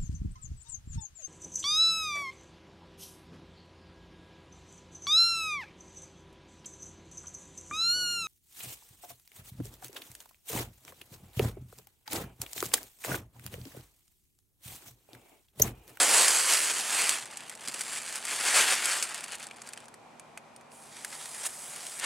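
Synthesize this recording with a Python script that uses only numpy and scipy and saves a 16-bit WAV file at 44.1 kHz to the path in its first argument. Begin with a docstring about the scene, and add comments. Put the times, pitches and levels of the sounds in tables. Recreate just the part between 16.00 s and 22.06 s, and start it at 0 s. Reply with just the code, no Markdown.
"""First comes a loud paper crackle: masking paper is pulled off an engine block and bunched up by hand.
Every crackle is a random impulse ringing a small piece of paper; large creases add sharp snaps.
Fingernails then flick a tape edge in dry ticks, and the strip peels away as a fizz with a rattle.
The ground and a house wall answer with decaying noise echoes. Behind lie distant traffic (shaped noise)
and a far machine (wavering sine tones and a narrow band of noise)."""
import sys
import numpy as np
from scipy import signal
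from scipy.fft import rfft, irfft, next_fast_len
from scipy.io import wavfile
from scipy.ndimage import map_coordinates

SR = 44100
rng = np.random.default_rng(int(sys.argv[2]) if len(sys.argv) > 2 else 0)


def wav_out(sig):
    """Save sig, one row per channel (or a flat mono array), as 16-bit PCM at SR to the path in sys.argv[1]."""
    wavfile.write(sys.argv[1], SR, np.round(np.clip(np.atleast_2d(sig).T, -1, 1) * 32767).astype(np.int16))


N = 267144  # length of the scene [samples]

# How hard the sheet is worked in each hand movement: (time [s], crumple level [dB])
PULL_OFF = [(0.0, -26), (0.064, -29.5), (0.154, -27), (0.44, -33), (0.542, -27), (0.568, -31.5),
            (0.694, -33.5), (0.708, -31), (0.726, -37.5), (0.9, -37), (0.998, -30.5), (1.154, -36),
            (1.3, -53)]
GATHER_IN = [(1.3, -51.5), (1.514, -48), (1.57, -55.5), (1.696, -43.5), (1.706, -47.5), (1.972, -39.5),
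             (2.044, -47), (2.166, -42), (2.22, -49)]
BUNCH_UP = [(2.22, -47.5), (2.308, -36.5), (2.422, -35.5), (2.484, -29.5), (2.528, -31), (2.568, -22.5),
            (2.658, -32), (2.734, -28), (2.754, -34.5), (2.91, -33), (3.06, -39.5)]
SETTLE_DOWN = [(3.06, -42.5), (3.18, -42.5), (3.22, -49), (3.349, -43), (3.369, -59.5), (3.419, -42),
               (3.501, -59), (3.69, -56), (3.86, -61)]
GRIP_AGAIN = [(5.981, -53.5), (6.046, -31), (6.058, -38.5)]
# The open sheet is bright and full, the wad duller:
# (time [s], relative fine crinkle level [dB], relative large fold level [dB])
SHEET_COLOUR = [(0.1, 6, -5), (.45, 5, -12), (1.1, 3.5, -9), (1.4, -3.5, -13), (1.8, 4, -7.5),
                (1.92, 3, -13), (2.5, 1.5, -12), (2.8, 0, -12.5), (3.0, 1.5, -10.5), (3.2, -3, -11.5)]
# Large creases snapping: (time [s], relative level [dB])
CREASE_SNAPS = [(0.2814, -5.5), (0.5354, -9), (1.0931, -7.5), (1.3114, -33), (1.3712, -22.5),
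                (1.496, -23.5), (1.5514, -29), (1.6757, -21), (1.6835, -18.5), (1.7409, -18), (1.7928, -23),
                (1.8091, -16), (1.8154, -20), (2.0617, -32), (2.125, -23), (2.156, -17), (2.2518, -18.5),
                (2.5596, -9), (2.8558, -12.5), (3.0258, -11), (3.0374, -18), (3.1442, -19.5), (3.1777, -26),
                (3.207, -27), (3.24, -21), (3.3205, -27), (3.3526, -24), (3.3832, -35), (3.3975, -30),
                (3.4278, -29), (3.468, -29), (5.9974, -20)]
# The tape peeling: (time [s], glue fizz level [dB], relative strip rattle level [dB])
TAPE_PEEL = [(4.691, -75, -15), (4.735, -53, -12), (4.88, -55.5, -5), (4.96, -52.5, 0.5), (5.1, -47.5, -6),
             (5.14, -43.5, -2), (5.17, -47, -5.5), (5.22, -43, -3), (5.31, -45, -7), (5.44, -38.5, -6),
             (5.464, -26, -10), (5.482, -44, -8.5), (5.67, -41, -10.5), (5.79, -43.5, -3.5),
             (6.0, -41.5, -8.5)]
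# The tape edge flicking off a fingernail or a catch:
# (time [s], relative level [dB], relative body level [dB], body pitch [Hz])
EDGE_FLICKS = [(3.5109, -36, -4.5, 2840), (3.6182, -27.5, -22, 2390), (3.6729, -28, -20, 2060),
               (3.689, -26.5, -20, 2000), (3.7338, -25, -19, 2260), (3.7752, -30.5, -12, 2970),
               (3.8823, -34, -19, 1620), (3.9409, -34.5, -17.5, 1540), (4.1963, -32, -22, 2160),
               (4.3747, -28.5, -11.5, 2330), (4.5623, -33, -26, 2470), (4.6108, -44, -13, 1770),
               (4.7177, -38, -23, 2380), (5.0471, -17, -19.5, 1950), (5.8663, -22.5, -21, 3190)]
# The tape letting go of the engine block with a soft low thump: (time [s], relative level [dB])
TAPE_RELEASES = [(1.68, -43.5)]
# Tone colour of paper and of tape: (frequency [Hz], relative level [dB])
PAPER_COLOUR = [(50, -37), (100, -44), (200, -20), (370, -9.5), (700, -4), (1050, -3), (1650, -1),
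                (3200, -2.5), (3900, -6.5), (4500, -2), (5500, -4.5), (8100, 1.5), (9700, -1),
                (13000, -18.5), (15500, -24)]
TAPE_COLOUR = [(300, -20), (500, -16), (800, -13), (1300, -12), (2000, -9.5), (2700, -13), (3400, -11.5),
               (4100, -13), (4700, -8), (5600, -5), (8800, 7.5), (10800, 1.5), (13000, -14), (15800, -15.5)]
# Where the sound comes from: (time [s], bearing [1 = over the engine at right, below 0 = at the hip at left])
HAND_BEARING = [(0, 1.1), (.7, 1.0), (1.8, .5), (2.4, -.35), (3.8, -.45), (4.7, .6), (5.4, .8), (6.05, .25)]
# Phase lead of the right microphone port at bearing 1: (frequency [Hz], lead [radians])
PORT_LEAD = [(1500, .02), (4000, .13), (6500, .25), (8000, .45), (9800, 1.15), (12000, .9), (15000, .3)]
# Level of the right port over the left at bearing 1: (frequency [Hz], difference [dB])
PORT_SHADE = [(2000, -0.34), (4400, 3), (6500, -0.3), (8600, -0.5), (10500, 5.5), (13000, 8), (15000, -3.5)]
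# Strength of the near reflections and of the wall's answer: (frequency [Hz], level [dB])
NEAR_ECHO = [(200, -8.5), (1400, -33), (2800, -42.5), (4500, -17.5), (7000, -12), (10000, -8.5),
             (13000, -2), (15000, -18.5)]
WALL_ECHO = [(300, -19.5), (2000, -55), (8000, -30), (14000, -40.5)]
# Tone colour of distant traffic: (frequency [Hz], relative level [dB])
TRAFFIC_COLOUR = [(25, -26), (60, -17), (110, -4), (300, -3), (500, -2), (800, 3), (1200, -4), (1750, -11),
                  (2350, -11), (2750, -15), (5000, -21.5), (8500, -23), (12000, -33), (15000, -49)]
# Tones of the far machine, before they waver: (frequency [Hz], rms level [dB])
MACHINE_HUM = [(151, -74), (216, -74), (238, -70.5)]

HARD_DB = -30  # crumple level at which the sheet counts as worked hard
# Creases: typical body pitch, relative body level, decay of the run of smaller cracks
CREASE_HZ, CREASE_BODY_DB, CREASE_T60_S = 2200, -20.5, .029
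# Small creases at random: number a second, base level over the crumple level, widest spread either way
STRAY_PER_S, STRAY_DB, STRAY_SPREAD_DB = 16, 15.5, 5
FLICK_T60_S = .024  # decay of the run of smaller cracks after a flick
TUG_HZ, TUG_T60_S = 300, 0.11  # centre of the thump and decay of the noise that drives it
WHIR_HZ, WHIR_WIDTH_HZ, WHIR_DB = 2420, 98, -72.5  # the thin whir: centre, width, rms level
TOP_HZ = 15850  # upper band limit


def paper():
    """Creases buckle densely when the sheet is worked hard and singly when it is only held."""
    level_db = crumple_db()
    s, *colour = np.transpose(SHEET_COLOUR)
    crinkle_db, fold_db = [np.interp(np.arange(N) / SR, s, column) for column in colour]
    effort = np.clip(amp(level_db - HARD_DB), .01, 2)
    buckles = cracks(400 + 8000 * effort, spread_db=3)
    buckles = buckles * avalanches(rate=150, spread_db=2.0, t60=0.21, share=0.46 / (1 + effort))
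    crinkle = amp(crinkle_db - 0.85) * ring(facets(buckles, t60=0.0066), PAPER_COLOUR, 4200, 18000)
    crumple = amp(0.15) * ring(facets(buckles, t60=0.01), PAPER_COLOUR, 1080, 4180)
    # large panels ring lower and longer
    folds = amp(fold_db + 0.16) * ring(facets(buckles, t60=0.017), PAPER_COLOUR, 173, 1040)
    return amp(level_db + wobble(18)) * (crinkle + crumple + folds)


def crumple_db():
    """How hard the sheet is worked: the strongest hand movement at each moment."""
    moves = (PULL_OFF, GATHER_IN, BUNCH_UP, SETTLE_DOWN, GRIP_AGAIN)
    return np.max([curves(move)[0] for move in moves], axis=0)


def snaps(count=120):
    """Large creases flip at set moments; small ones at random, standing out most when the sheet is slack."""
    when, size, pitch = rng.random((3, count))
    times = (np.arange(count) + when) / STRAY_PER_S
    level_db = np.interp(times, np.arange(N) / SR, crumple_db())
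    stray_db = level_db + STRAY_DB + STRAY_SPREAD_DB * (2 * size - 1)
    stray_db = stray_db - 4 * amp(level_db - HARD_DB)
    strays = [(s, db) for s, db in zip(times, stray_db) if s < N / SR]
    creases = list(CREASE_SNAPS) + strays
    rows = []
    for (s, db), p in zip(creases, pitch):  # at most count creases sound
        body_hz = CREASE_HZ * 2 ** (.7 * (p - .5))
        rows.append((s, db, CREASE_BODY_DB, body_hz))
    return clicks(rows, CREASE_T60_S, crack_db=-13.0, knock_db=17.5)


def tape():
    """Glue threads part in a fine fizz and shake the taut strip."""
    level_db, strip_db = curves(TAPE_PEEL)
    peeling = np.arange(N) / SR > TAPE_PEEL[0][0]
    bursts = cracks(5000, spread_db=2) * avalanches(rate=120, spread_db=13.5, t60=0.034, share=0.26)
    threads = peeling * bursts
    fizz = amp(-1.7) * ring(facets(threads, t60=.002), TAPE_COLOUR, 4000, 18000)
    strip = amp(strip_db + 2.3) * ring(facets(threads, t60=0.012), TAPE_COLOUR, 380, 4480)
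    return amp(level_db) * (fizz + strip)


def flicks():
    """The stiff tape edge springs free with a dry tick."""
    return clicks(EDGE_FLICKS, FLICK_T60_S, crack_db=-14.0, knock_db=20.5)


def clicks(rows, t60, crack_db, knock_db):
    """Each row gives a sharp crack, a short run of smaller ones and a briefly ringing body."""
    edge, body = np.zeros((2, N + SR))
    t = np.arange(SR // 8) / SR
    for s, db, body_db, body_hz in rows:
        run = amp(-60 * t / max(t60, .003) + 1 * rng.standard_normal(len(t)) + 3.0)
        bright, dull = rng.standard_normal((2, len(t)))
        onset = 1 - np.exp(-t / 0.00023)
        crack = bright * (run + amp(-60 * t / 0.0053)) * onset
        mode = np.sin(2 * np.pi * body_hz * t) * amp(-60 * t / 0.0027)
        knock = signal.fftconvolve(dull * (run + amp(-60 * t / 0.0028)), mode)[:len(t)]
        start = round(s * SR)
        edge[start:start + len(t)] += amp(db + crack_db) * crack
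        body[start:start + len(t)] += amp(db + body_db + knock_db) * knock / np.linalg.norm(knock)
    return ring(edge[:N], PAPER_COLOUR, 3600, 18000) + ring(body[:N], PAPER_COLOUR, 495, 18000)


def tugs():
    """The tape lets go of the block once, low and brief: fading noise shakes a broad resonance."""
    t = np.arange(N) / SR
    envelope = sum(amp(db - 60 * np.abs(t - s) / TUG_T60_S) * (t > s) for s, db in TAPE_RELEASES)

    def panel(hz):
        """A heavily damped resonance, strongest at TUG_HZ."""
        return 1j * hz * TUG_HZ / (TUG_HZ ** 2 - hz ** 2 + 1j * hz * TUG_HZ)

    rumble = unit(filtered(rng.standard_normal(N), panel))
    return filtered(envelope * rumble, panel)


def flexing(x, depth_db, width_hz, life, size=512):
    """A bending sheet shifts its resonances: patches of gain come and go over about life seconds."""
    hz, t, z = signal.stft(x, SR, nperseg=size)
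    position = np.sqrt(hz * 1500) * 2 / width_hz  # patches widen towards the treble
    band, moment = np.meshgrid(position, t / life, indexing="ij")
    field = map_coordinates(rng.standard_normal((128, 512)), [band, moment], mode="wrap")
    gain = amp(depth_db * field)
    gain = gain / np.sqrt(np.mean(gain ** 2, axis=0))
    return signal.istft(z * gain, nperseg=size)[1][:N]


def ports(x, size=256):
    """The bearing of the hands sets lead and shading between two microphone ports, mostly in the treble."""
    hz, t, z = signal.stft(x, SR, nperseg=size)
    side = np.array([-1, 1])[:, None, None]  # left, right
    turn = side / 2 * np.interp(t, *np.transpose(HAND_BEARING))
    shade = amp(turn * along(PORT_SHADE, hz)[:, None])
    lead = np.exp(1j * turn * along(PORT_LEAD, hz)[:, None])
    return signal.istft(z * shade * lead, nperseg=size)[1][:, :N]


def reflections(x, spectrum, t60, count=30):
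    """Diffuse echoes as decaying noise, redrawn for each of count stretches as if hands and sheet moved."""
    t = np.arange(SR // 4) / SR
    wet = np.zeros((2, N + len(t)))
    for part in np.array_split(np.arange(N), count):
        tail = rng.standard_normal((2, len(t))) * amp(-60 * t / t60)
        tail = tail / np.linalg.norm(tail, axis=1, keepdims=True)
        echo = signal.fftconvolve(x[None, part], tail, axes=1)
        wet[:, part[0]:part[0] + echo.shape[1]] += echo
    return filtered(wet[:, :N], lambda hz: amp(along(spectrum, hz)))


def outdoors():
    """Distant traffic, nearly alike at both ports, and the wavering hum and thin whir of a far machine."""
    mid, side = filtered(rng.standard_normal((2, N)), lambda hz: amp(along(TRAFFIC_COLOUR, hz)))
    width = [(30, -9), (120, -7.5), (900, -4.5), (8000, -3)]  # (frequency [Hz], left-right part [dB])
    side = filtered(side, lambda hz: amp(along(width, hz)))
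    traffic = amp(-54.0 + .5 * wobble(3.33)) * unit(np.array([mid + side, mid - side]))
    hum = np.zeros(N)
    for hz, db in MACHINE_HUM:
        level = amp(db + 1.5 * wobble(3))
        phase = 2 * np.pi * np.cumsum(hz + 2 * wobble(5)) / SR
        hum += level * np.sin(phase)
    whir = filtered(rng.standard_normal(N), lambda hz: 1 / (1 + ((hz - WHIR_HZ) / WHIR_WIDTH_HZ) ** 2))
    return traffic + np.sqrt(2) * hum + amp(WHIR_DB) * unit(whir)  # root 2: sine peak from rms


def cracks(rate, spread_db):
    """Random impulses of unit mean power: rate a second, log-normal sizes."""
    chance = np.clip(rate / SR, 1e-4, 1)
    struck = rng.random(N) < chance
    sizes = amp(spread_db * rng.standard_normal(N))
    return unit(struck * sizes / np.sqrt(chance))


def avalanches(rate, spread_db, t60, share):
    """Gain for buckles that set off their neighbours in bursts that start sharply and die away."""
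    t = np.arange(SR // 10) / SR
    power = np.abs(signal.fftconvolve(cracks(rate, spread_db), amp(-60 * t / t60) ** 2)[:N])
    share = np.clip(share, 0, 1)  # the part of the power that comes in bursts
    return np.sqrt(1 - share + share * power / power.mean())


def facets(impulses, t60, count=200, size=1024):
    """Each impulse rings one of many small facets, each with its own brief random response."""
    t = np.arange(size) / SR
    responses = (rng.standard_normal((count, size)) * amp(-60 * t / t60))[:, t < t60]
    responses /= np.linalg.norm(responses, axis=1, keepdims=True)
    at = np.flatnonzero(impulses)
    chosen = rng.integers(count, size=N)[at]
    grains = impulses[at, None] * responses[chosen]
    places = at[:, None] + np.arange(grains.shape[1])
    return np.bincount(places.ravel(), grains.ravel(), N)[:N]  # add up overlapping grains


def ring(x, spectrum, lo_hz, hi_hz, order=8, size=2048):
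    """Colour x by the part of a spectrum between two soft edges, with no sound ahead of its cause."""
    hz = np.fft.rfftfreq(size, 1 / SR) + 1
    edges = np.sqrt((1 + (lo_hz / hz) ** order) * (1 + (hz / hi_hz) ** order))
    gain = amp(along(spectrum, hz)) / edges
    # folding the cepstrum gives a minimum-phase pulse
    cepstrum = irfft(np.log(np.maximum(gain, 1e-6)))
    cepstrum[1:size // 2] *= 2
    cepstrum[size // 2 + 1:] = 0
    pulse = irfft(np.exp(rfft(cepstrum)))
    return signal.fftconvolve(x, pulse / np.linalg.norm(pulse))[:N]


def filtered(x, response):
    """Multiply the spectrum of x by a response that depends on frequency."""
    m = next_fast_len(N + SR // 2)
    return irfft(rfft(x, m) * response(np.fft.rfftfreq(m, 1 / SR)), m)[..., :N]


def wobble(rate):
    """A smooth random curve with rate knots a second."""
    knots = rng.standard_normal(int(N * rate / SR) + 4)
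    return map_coordinates(knots, [np.arange(N) * rate / SR])


def curves(rows):
    """Per-sample columns of a table; the first, a level, is silent outside its span."""
    s, level, *rest = np.transpose(rows)
    t = np.arange(N) / SR
    silent = -120  # dB
    return [np.interp(t, s, level, silent, silent)] + [np.interp(t, s, column) for column in rest]


def along(points, hz):
    """Read (frequency [Hz], value) points on a log frequency axis."""
    f, v = np.transpose(points)
    return np.interp(np.log(hz + 1), np.log(f + 1), v)


def unit(x):
    """Scale to rms 1."""
    return x / np.sqrt(np.mean(x ** 2) + 1e-20)


def amp(db):
    """Decibels to gain."""
    return 10 ** (np.asarray(db) / 20)


def scene():
    """Paper and tape close by, scattered by engine, body and ground and answered by the wall."""
    sheets = flexing(paper() + tape(), depth_db=1.2, width_hz=248.4, life=.04)
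    near = sheets + snaps() + flicks() + tugs()
    scatter = reflections(near, NEAR_ECHO, t60=0.052)
    wall = reflections(near, WALL_ECHO, t60=0.12)
    return ports(near) + scatter + wall + outdoors()


def record(dry):
    """Keep nothing at or above the band limit."""
    return filtered(dry, lambda hz: hz < TOP_HZ)


dry = scene()
out = record(dry)
wav_out(out)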